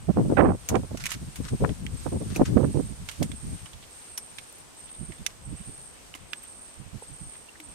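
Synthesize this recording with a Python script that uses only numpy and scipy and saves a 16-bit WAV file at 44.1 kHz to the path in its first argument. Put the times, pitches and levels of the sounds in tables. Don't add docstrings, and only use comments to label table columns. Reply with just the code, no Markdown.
import sys
import numpy as np
from scipy import signal
from scipy.fft import rfft, irfft, next_fast_len
from scipy.io import wavfile
from scipy.ndimage import uniform_filter1d, map_coordinates

SR = 44100
rng = np.random.default_rng(int(sys.argv[2]) if len(sys.argv) > 2 else 0)


def to_wav(s):
    ch = np.atleast_2d(s).T
    pcm = np.round(np.clip(ch, -1, 1) * 32767)
    wavfile.write(sys.argv[1], SR, pcm.astype(np.int16))


N = 341334


def amp(db):
    return 10 ** (np.asarray(db) / 20)


def unit(x):
    return x / np.sqrt(np.mean(x ** 2, axis=-1, keepdims=True) + 1e-20)


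def along(points, hz):
    f, v = np.transpose(points)
    return np.interp(np.log(hz + 1), np.log(f + 1), v)


def curve(rows):
    return np.interp(np.arange(N) / SR, *np.transpose(rows))


def wobble(rate, size=N):
    knots = rng.standard_normal(int(N * rate / SR) + 4)
    return map_coordinates(knots, [np.arange(size) * rate / SR])


def filtered(x, response):
    n = x.shape[-1]
    m = next_fast_len(n + 8192)
    return irfft(rfft(x, m) * response(np.fft.rfftfreq(m, 1 / SR)), m)[..., :n]


def noise(response, shape=(2, N)):
    return unit(filtered(rng.standard_normal(shape), response))


def band(centre_hz, half_width_hz, size=N):
    return noise(lambda hz: 1 / (1 + ((hz - centre_hz) / half_width_hz) ** 2), (2, size))


def minimum_phase(gain_db, size=512):
    cepstrum = irfft(np.log(amp(gain_db(np.fft.rfftfreq(size, 1 / SR)))))
    cepstrum[1:size // 2] *= 2
    cepstrum[size // 2 + 1:] = 0
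    impulse = irfft(np.exp(rfft(cepstrum)))
    return impulse / np.linalg.norm(impulse)


def pan(side_db):
    return amp([[side_db / 2], [-side_db / 2]])


def shelter(side_db):
    return amp(np.minimum([[side_db], [-side_db]], 0))


def add(track, s, sound):
    part = track[:, max(round(s * SR), 0):][:, :sound.shape[1]]
    part += sound[:, :part.shape[1]]


# f/Hz, spectrum level/dB
AIR_SPECTRUM = [(20, 0), (80, -25), (200, 12), (500, 9.5), (1000, 7.5), (2000, 2), (4500, 0), (6500, 1),
                (7500, 0), (9500, -2), (12300, -6), (14500, -16), (16000, -26)]
# t/s, relative level/dB
HISS_LEVELS = [(0, -58.5), (.8, -56), (2.3, -53), (2.9, -55), (5.7, -59), (7.74, -58)]


def hush(hiss_gain_db=6.0, low_db=-52.0, split_hz=1700, drift_db=1.0, rustle_db=-67, swing_db=4):
    air = noise(lambda hz: amp(along(AIR_SPECTRUM, hz)))
    low = filtered(air, lambda hz: 1 / (1 + (hz / split_hz) ** 4))
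    hiss = (air - low) * amp(curve(HISS_LEVELS) + hiss_gain_db + drift_db * wobble(7.9))
    rustle = amp(rustle_db + swing_db * wobble(10)) * band(2660, 998)
    return amp(low_db) * low + hiss + rustle


# f/Hz, spectrum level/dB
MUD_SPECTRUM = [(100, -18), (900, -10.5), (1300, -5.5), (2100, 3), (3400, -1), (4400, -5), (6500, -3.5),
                (10500, -7), (12500, -10.5), (14000, -20), (16000, -26)]


def mud_ticks(level_db=-52, spread_db=2.2, per_s=22, t60=0.0062):
    impulses = (rng.random(N) < per_s / SR) * amp(level_db + spread_db * rng.standard_normal(N))
    decay = amp(-60 * np.arange(SR // 20) / SR / t60)
    envelope = np.abs(signal.fftconvolve(impulses, decay)[:N])
    return envelope * noise(lambda hz: amp(along(MUD_SPECTRUM, hz)))


def far_crickets(chorus_db=-59, low_db=-62.5, onset_s=0.72, period_s=0.68, rise_s=0.021):
    since_break = (np.arange(N) / SR - onset_s) % period_s
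    low_cricket = np.minimum(since_break / rise_s, 1) * band(8010, 95)
    return amp(low_db) * low_cricket + amp(chorus_db) * band(8565, 160)


# start t/s, end t/s, level/dB, syllable rate/Hz
HIGH_PHRASES = [(-.04, 0.045, -57, 17), (0.206, 0.905, -53, 18.5), (1.188, 1.884, -53.5, 19),
                (2.1, 2.813, -52, 19), (3.029, 3.746, -53, 14.85), (3.93, 4.649, -50.5, 17),
                (4.899, 5.099, -58, 21.6)]


def high_cricket(pitch_hz=8740, waver_hz=42, rasp_db=-3, edge_s=0.026, depth=0.52):
    out = np.zeros((2, N))
    for start, end, db, rate in HIGH_PHRASES:
        t = np.arange(int((end - start) * SR)) / SR
        swell = np.clip(np.minimum(t, end - start - t) / edge_s, 0, 1)
        syllables = 1 - depth * np.cos(np.pi * rate * t + 0.13 * wobble(6.7, len(t))) ** 2
        waver = np.array([wobble(149.8, len(t)), wobble(151.0, len(t))])
        tone = np.sqrt(2) * np.sin(2 * np.pi * np.cumsum(pitch_hz + waver_hz * waver, axis=1) / SR)
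        rasp = amp(rasp_db) * band(pitch_hz, 110, len(t))
        add(out, start, amp(db) * swell * syllables * unit(tone + rasp))
    return out


# f/Hz, spectrum level/dB
EDDY_SPECTRUM = [(15, -37), (50, -10), (120, -1), (220, -4), (340, -8), (520, -19.5), (800, -31.5),
                 (1300, -43), (2600, -95), (5000, -120)]


def eddies(speed, size=4 * N):
    field = noise(lambda hz: amp(along(EDDY_SPECTRUM, hz)), size)
    pressure = np.interp(np.cumsum(speed), np.arange(size), field)
    local_power = np.abs(uniform_filter1d(pressure ** 2, size=900))
    return pressure / np.sqrt(local_power + 0.055)


def port(pressure, cutoff_hz=2900):
    return filtered(pressure, lambda hz: 1 / np.hypot(1, (hz / cutoff_hz) ** 3))


# t/s, relative level/dB
WIND_LEVELS = [(0, -47), (.3, -40), (.6, -47), (1.3, -50), (2, -44), (2.65, -35), (2.95, -45), (3.15, -52),
               (3.45, -47), (3.75, -61.5), (4.8, -60.5), (5.7, -53), (6.4, -63), (7.74, -62)]
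# centre t/s, half-width/s, level/dB, side/dB
GUSTS = [(0.094, .022, -19, -13), (0.199, 0.053, -21, 3), (.262, 0.047, -24, 0), (0.407, 0.056, -19, -3),
         (0.486, 0.053, -20, 1), (0.543, .03, -30, -1), (0.716, .022, -23, 5), (0.771, 0.037, -22, 4),
         (0.833, 0.037, -32, -4), (0.934, 0.042, -32, -1), (1.043, 0.036, -34, 4), (1.162, 0.023, -33, -2),
         (1.226, 0.034, -31, 3), (1.285, .02, -35, -2), (1.406, 0.028, -25, 8), (1.451, 0.032, -34, -2),
         (1.538, 0.029, -22, -1), (1.636, 0.036, -19, 0), (1.71, 0.03, -23, 7), (1.838, 0.059, -30, 6),
         (1.941, 0.028, -25, 8), (2.082, .028, -27, -5), (2.156, 0.043, -25, 3), (2.27, 0.024, -27, 10),
         (2.321, 0.029, -28, -3), (2.486, .025, -25, 3), (2.532, 0.035, -20, 11), (2.568, 0.016, -14, -19),
         (2.68, 0.057, -24.5, -9), (2.779, .04, -26, -3), (2.845, 0.03965, -31, -5),
         (2.929, 0.031, -37, -5.5), (3.026, 0.043, -36, -5), (3.21, 0.027, -22, -10.5),
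         (3.25, 0.036, -30, 0), (3.302, 0.02, -31, 6), (3.337, 0.021, -31.5, -7), (3.471, 0.039, -33, -1),
         (3.532, 0.0403, -31.5, 2.5), (3.635, 0.033, -39, 6.5), (3.759, 0.033, -39.5, -9),
         (5.023, 0.041, -30, -25), (5.1, 0.026, -36, -8.5), (5.214, 0.026, -36, -5),
         (5.482, 0.035, -33, -9.5), (5.536, 0.037, -33, -6), (5.611, 0.02, -37, -6),
         (5.692, 0.027, -34, -21), (6.231, 0.053, -45.5, 12), (6.802, 0.04, -35.5, -28),
         (6.873, 0.029, -37, -21), (6.956, 0.037, -33, -23), (7.118, 0.059, -41.5, -20),
         (7.221, 0.023, -35, -21), (7.271, 0.028, -41, -3.5), (7.69, 0.047, -45.5, -11)]


def breeze(wind_gain_db=1.5, wind_swing_db=4.5, gust_swing_db=1.54, speed_power=0.27):
    t = np.arange(N) / SR
    light = amp(curve(WIND_LEVELS) + wind_gain_db + wind_swing_db * np.array([wobble(25), wobble(25)]))
    gusts = sum(amp(db) * shelter(side_db) * np.exp(-2 * ((t - s) / half_width) ** 2)
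                for s, half_width, db, side_db in GUSTS)
    gusts *= amp(gust_swing_db * np.array([wobble(35), wobble(35)]))
    strength = np.hypot(light, gusts)
    speeds = np.clip(0.7 * (strength / amp(-30)) ** speed_power, 0.44, 1.0)
    return strength * np.array([eddies(speed) for speed in speeds])


# t/s, duration/s, level/dB, relative flow speed, side/dB
PUFFS = [(0.087, 0.024, -15, 1.5, -29), (0.166, 0.039, -19, 1.8, -23), (.176, 0.048, -18, 1.2, 8),
         (0.235, 0.14, -22.5, 1.06, -6), (0.298, 0.041, -18, 1.5, 6.5), (0.369, 0.047, -17, 5, -41),
         (0.385, 0.072, -12.5, 2.5, -22), (0.447, 0.075, -20, 3, -22), (0.529, 0.025, -32.5, 2, -5),
         (0.688, 0.02, -33, 4, -16), (0.715, 0.023, -22, 1.8, -9), (0.743, 0.027, -14.5, 3, -29.5),
         (.778, 0.028, -29, 1.3, -18), (0.832, 0.02, -37, 2, -15), (0.91, 0.013, -29, 1.44, -22),
         (.942, 0.012, -30, 1.8, -24), (1.4, 0.011, -31.5, 1.55, 15), (1.604, 0.054, -26, 1.94, 19),
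         (1.647, 0.005, -19, 4, 25.5), (1.657, 0.061, -27.5, 1.36, 25), (2.059, 0.02, -24, 2, -22),
         (2.119, 0.055, -27.5, 1.5, 2.5), (2.204, 0.032, -29, 1.32, 1.5), (2.36, 0.027, -28, 2, -8),
         (2.394, 0.028, -16.5, 2, -12), (2.411, 0.023, -15, 1.18, 6), (2.5, .012, -27, 1.4, -1),
         (2.571, 0.0074, -14, 3, -31), (2.58, 0.068, -16, 1.5, -43), (2.63, 0.025, -18.5, 1.5, -39),
         (2.745, 0.04, -18.5, 1.1, -26), (2.787, 0.023, -19, 1.15, -24), (3.213, 0.019, -23, 2, -19)]


def puffs(edge_s=0.00373, rise_share=0.11, flutter_db=2.0, sag_db_per_s=51.5, speed_power=0.452):
    out, t = np.zeros((2, N)), np.arange(SR // 4) / SR
    for s, length, db, speed, side_db in PUFFS:
        rise = np.clip(t / max(edge_s, rise_share * length), 0, 1)
        release = amp(-8 * np.maximum(t - length, 0) / edge_s)
        flutter = flutter_db * noise(lambda hz: 1 / (1 + (hz / 130) ** 4), (2, len(t)))
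        strength = amp(flutter - sag_db_per_s * t)
        speeds = np.clip(speed * strength ** speed_power, 0.3, 7)
        jets = strength * np.array([eddies(v, size=8 * len(t)) for v in speeds])
        add(out, s - edge_s / 2, amp(db) * shelter(side_db) * rise * release * jets)
    return out


# t/s, relative peak level/dB, nominal f/Hz, side/dB
SLAPS = [(0.1721, -7, 476, -26), (0.3235, -4, 270, 19), (0.3943, 3.5, 630, -32), (0.426, -3, 452, -30),
         (0.49, -6, 266, -3.5), (1.6407, -6, 440, 24), (2.0657, -11.5, 520, -30), (2.397, -6, 318, -21),
         (2.4177, -8.5, 366, 5), (2.5664, -9.5, 65, -18), (2.570, 1.5, 242, -18), (2.6461, -16, 718.8, -34),
         (3.2159, -12.5, 221, -27)]


def slaps(gain_db=-1, tightness=1.49):
    out, t = np.zeros((2, N)), np.arange(SR // 25) / SR
    middle = t.mean()
    for s, db, hz, side_db in SLAPS:
        position = 2 * tightness * hz * (t - middle)
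        dip = (3 * position ** 2 - 1) / (1 + position ** 2) ** 3
        add(out, s - middle, amp(db + gain_db) * shelter(side_db) * dip)
    return out


# start t/s, end t/s, level/dB, mid-phrase f/Hz
NEAR_PHRASES = [(0.224, 0.544, -57, 8240), (1.403, 1.703, -52, 8280), (1.897, 2.322, -47, 8530),
                (2.568, 2.995, -48, 8515), (3.215, 3.673, -47.5, 8500), (3.89, 4.356, -49, 8530),
                (4.759, 5.179, -45.5, 8586), (5.423, 5.938, -46.5, 8534), (6.287, 6.784, -47.5, 8510),
                (7.001, 7.445, -46, 8540), (7.616, 8.051, -45.5, 8600)]


def near_cricket(rise_hz=80, scoop_hz=70, scoop_s=0.09, syllable_hz=16.5, stroke_hz=31,
                 line_hz=50, skirt_hz=200, mode_db=-15, side_db=-2.0):
    out = np.zeros((2, N))
    line_shape = lambda hz: 1 / np.hypot(1, hz / line_hz) / np.hypot(1, (hz / skirt_hz) ** 2)
    for start, end, db, pitch_hz in NEAR_PHRASES:
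        length = end - start
        t = np.arange(int((length + 0.089) * SR)) / SR
        swell = np.clip(t / 0.028, 0, 1) * np.clip((length + 0.08 - t) / 0.2, 0, 1)
        opening = np.clip(2 - t / 0.12, 0, 1)
        syllables = 1 - 0.7 * opening * np.cos(np.pi * syllable_hz * t) ** 4
        strokes = 1 + 0.1 * np.sin(2 * np.pi * stroke_hz * t + 0.57 * wobble(22.0, len(t)))
        teeth = noise(line_shape, (2, 2, len(t)))
        glide_hz = pitch_hz + rise_hz * (t / length - 0.5) - scoop_hz * np.exp(-(t / scoop_s) ** 2)
        phase = 2 * np.pi * np.cumsum(glide_hz) / SR
        wing = teeth[0] * np.cos(phase) + teeth[1] * np.sin(phase)
        second_mode = amp(mode_db) * band(8430, 150, len(t))
        add(out, start, amp(db) * swell * syllables * strokes * (wing + second_mode))
    return out * pan(side_db)


# t/s, level/dB, tilt/(dB per octave), scatter T60/s, side/dB,
# hole resonance f/Hz, hole gain/dB, low body gain/dB
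POPS = [(0.6882, -17.5, 4.5, 0.06, 1.5, 6370, 8.5, 2), (0.7554, -23.5, -6.5, 0.028, -13, 6596, 9, 5),
        (0.9728, -30, 0.5, 0.06, -3, 5770, 6, 7), (1.039, -26.5, 0, 0.043, -7, 2378, 6, 0),
        (1.0570, -18.5, 1.5, 0.033, -4.5, 2270, 0.5, -5), (1.0652, -19, 0.5, 0.04, -5, 2500, 4, -3),
        (1.105, -23.5, 2, 0.034, -3, 7200, 11, 4), (1.117, -22, 2, 0.088, -6, 2806, 6.5, 5),
        (1.358, -32.5, 3, 0.11, 0, 2930, 1, 11), (1.692, -33.5, -3, 0.05, -6, 3370, 6, 8),
        (1.865, -21.5, -3.5, 0.018, -6, 3040, 14.5, -6), (2.3608, -24, 8.5, 0.039, 2, 2500, 22, 0),
        (2.366, -28, 9, 0.037, -6, 5913, 16, 2), (3.0883, -26, 0.5, 0.034, -13, 3080, 12, 6),
        (3.1130, -33.5, 3, 0.079, -7, 3017, 7, 7), (3.2277, -21.5, 3.5, 0.054, -1, 6690, 2, 7),
        (3.317, -32.5, -1.5, 0.027, -12, 3500, 12, 4), (3.659, -36.5, -1, 0.062, -8.5, 2967, 8, 10),
        (3.733, -37.5, 0.5, 0.049, -8, 3380, 13, -2), (4.1761, -28, 1.5, 0.068, -2, 5690, 18.5, 13),
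        (4.178, -19, 2.5, 0.039, 0, 10930, 17.5, 10), (4.3846, -27, -1.5, 0.041, -7, 3500, 8, -2),
        (4.526, -37, 11, 0.02, -1, 13700, 6, 0), (4.584, -41, 7, 0.034, 1, 12500, 2, 0),
        (5.121, -38.5, -2, 0.065, -10, 2049, 7, 3), (5.264, -14.5, 1.3, 0.029, -7.5, 5904, 9, -1.5),
        (6.1402, -32.5, -3.5, 0.02, -7, 2952, 9, -2), (6.1502, -32, 2, 0.06, -6, 2070, 5, 19.5),
        (6.3332, -20.5, -3, 0.019, -9, 3490, 10, -7.5), (6.4325, -40, 10, 0.048, -4, 13080, 10, 0),
        (7.6016, -31.5, 2, 0.027, 0, 2234, 9, 10)]


def pops(crack_t60=0.0018, echo_s=0.0014, echo_gain=0.23, lag_s=0.00004,
         scatter_db=-6, far_db=-27, far_t60=0.081, hole_relative_width=0.09, body_hz=960):
    out, t = np.zeros((2, N)), np.arange(SR // 6) / SR
    echo = echo_gain * (t > echo_s) * amp(-60 * np.abs(t - echo_s) / crack_t60)
    envelope = amp(-60 * t / crack_t60) + echo
    for s, db, tilt_db, t60, side_db, hole_hz, hole_db, body_db in POPS:
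        crack = envelope * rng.standard_normal(len(t))
        direct = np.array([np.interp(t - lag_s, t, crack, left=0), crack])
        tail = np.hypot(amp(scatter_db - 60 * t / t60), amp(far_db - 60 * t / far_t60))
        scatter = tail * rng.standard_normal((2, len(t)))
        hole = lambda hz: hole_db / (1 + ((hz / hole_hz - 1) / hole_relative_width) ** 2)
        body = lambda hz: body_db / (1 + (2 * (hz / body_hz - 1)) ** 4)
        tilt = lambda hz: tilt_db * np.log2(np.maximum(hz, 500) / 4000)
        colour = minimum_phase(lambda hz: along(MUD_SPECTRUM, hz) + hole(hz) + body(hz) + tilt(hz))
        add(out, s, amp(db) * pan(side_db) * signal.fftconvolve(direct + scatter, colour[None], axes=1))
    return out


# t/s, level/dB, duration/s, side/dB
SQUELCHES = [(0.997, -39, 0.032, -4), (1.046, -41.5, 0.032, -4), (1.053, -40, .005, 0),
             (1.085, -39, 0.043, -4), (1.118, -33.5, 0.0068, -5), (1.133, -38.5, 0.019, -5),
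             (1.432, -45.5, 0.049, 4), (1.48, -41, 0.018, 3), (2.294, -49.5, 0.052, 9),
             (2.343, -41, 0.034, 2), (2.448, -38, 0.035, 2), (3.092, -37.5, 0.012, -3),
             (5.29, -51, 0.02, 2)]
# f/Hz, spectrum level/dB
SQUELCH_SPECTRUM = [(500, -56), (900, 0), (1400, 7), (2400, 1.5), (3500, 1), (5200, 0.5), (7500, -1),
                    (10500, -8.5), (13000, -14), (16000, -37)]


def squelches(grain_db=4, grain_hz=1475):
    out, t = np.zeros((2, N)), np.arange(SR // 6) / SR
    colour = minimum_phase(lambda hz: np.maximum(along(SQUELCH_SPECTRUM, hz), -50))
    for s, db, length, side_db in SQUELCHES:
        age = 3 * t / length
        swell = age * np.exp(1 - age)
        films = unit(amp(grain_db * wobble(grain_hz, len(t))) * rng.standard_normal((2, len(t))))
        add(out, s, amp(db) * pan(side_db) * signal.fftconvolve(swell * films, colour[None], axes=1))
    return out


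# t/s, f/Hz, level/dB, T60/s, side/dB
HOLE_MODES = [(1.0659, 2470, -37, .018, -3), (2.361, 2480, -32, 0.026, 2), (5.2645, 2080, -28, .016, -12),
              (5.2645, 3570, -21.5, 0.014, -13), (6.14, 2970, -40, 0.041, -6),
              (6.3335, 1706, -34, 0.028, -7), (6.3335, 3520, -24.5, 0.015, -11),
              (7.6013, 2299, -41, 0.019, -2)]


def hole_rings(attack_s=0.00019):
    out, t = np.zeros((2, N)), np.arange(SR // 12) / SR
    attack = 1 - np.exp(-t / attack_s)
    for s, hz, db, t60, side_db in HOLE_MODES:
        add(out, s, amp(db - 60 * t / t60) * pan(side_db) * attack * np.sin(2 * np.pi * hz * t))
    return out


# centre t/s, half-width/s, level/dB, f/Hz, half-bandwidth/Hz
SCRATCHES = [(3.834, 0.026, -54.5, 3216, 1203), (4.887, 0.032, -55, 3310, 1184),
             (4.951, 0.024, -56, 3380, 996), (5.192, 0.044, -62, 3550, 247.4),
             (5.591, 0.034, -62, 2712, 591), (6.445, 0.037, -56, 2600, 1210),
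             (7.344, 0.044, -54.5, 2374, 1096), (7.492, 0.0084, -48.5, 2750, 89.4),
             (7.557, 0.009, -50, 1730, 396)]


def scratches(grain_db=3, grain_hz=216.0, side_db=-3):
    out, t = np.zeros((2, N)), np.arange(SR // 3) / SR
    middle = t.mean()
    for s, half_width, db, hz, half_width_hz in SCRATCHES:
        grains = unit(amp(grain_db * wobble(grain_hz, len(t))) * band(hz, half_width_hz, len(t)))
        swell = np.exp(-2 * ((t - middle) / half_width) ** 2)
        add(out, s - middle, amp(db) * swell * grains)
    return out * pan(side_db)


# t/s, level/dB, initial f/Hz, T60/s, side/dB
PLOPS = [(5.097, -33, 330.4, 0.052, -13), (6.15, -37.5, 291, 0.046, -1), (7.022, -27.5, 473, .02, -2),
         (7.022, -30.5, 848, 0.014, -2), (7.596, -45.5, 321.5, 0.27, -1.5)]


def plops(attack_cycles=1.15, sag_per_s=1.695):
    out, t = np.zeros((2, N)), np.arange(SR // 4) / SR
    for s, db, hz, t60, side_db in PLOPS:
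        attack = 1 - np.exp(-t * hz / attack_cycles)
        note = np.sin(2 * np.pi * np.cumsum(hz * np.exp(-sag_per_s * t)) / SR)
        add(out, s, amp(db - 60 * t / t60) * attack * pan(side_db) * note)
    return out


def scene():
    mud = pops() + hole_rings() + squelches() + scratches() + plops()
    crickets = near_cricket() + high_cricket() + far_crickets()
    wind = port(breeze() + puffs() + slaps())
    ambience = (hush() + mud_ticks()) * pan(-0.29)
    return ambience + crickets + wind + mud


def record(dry, band_limit_hz=16100):
    rounded = dry / (1 + np.abs(dry) ** 6) ** (1 / 6)
    return filtered(rounded, lambda hz: hz < band_limit_hz)


dry = scene()
out = record(dry)
to_wav(out)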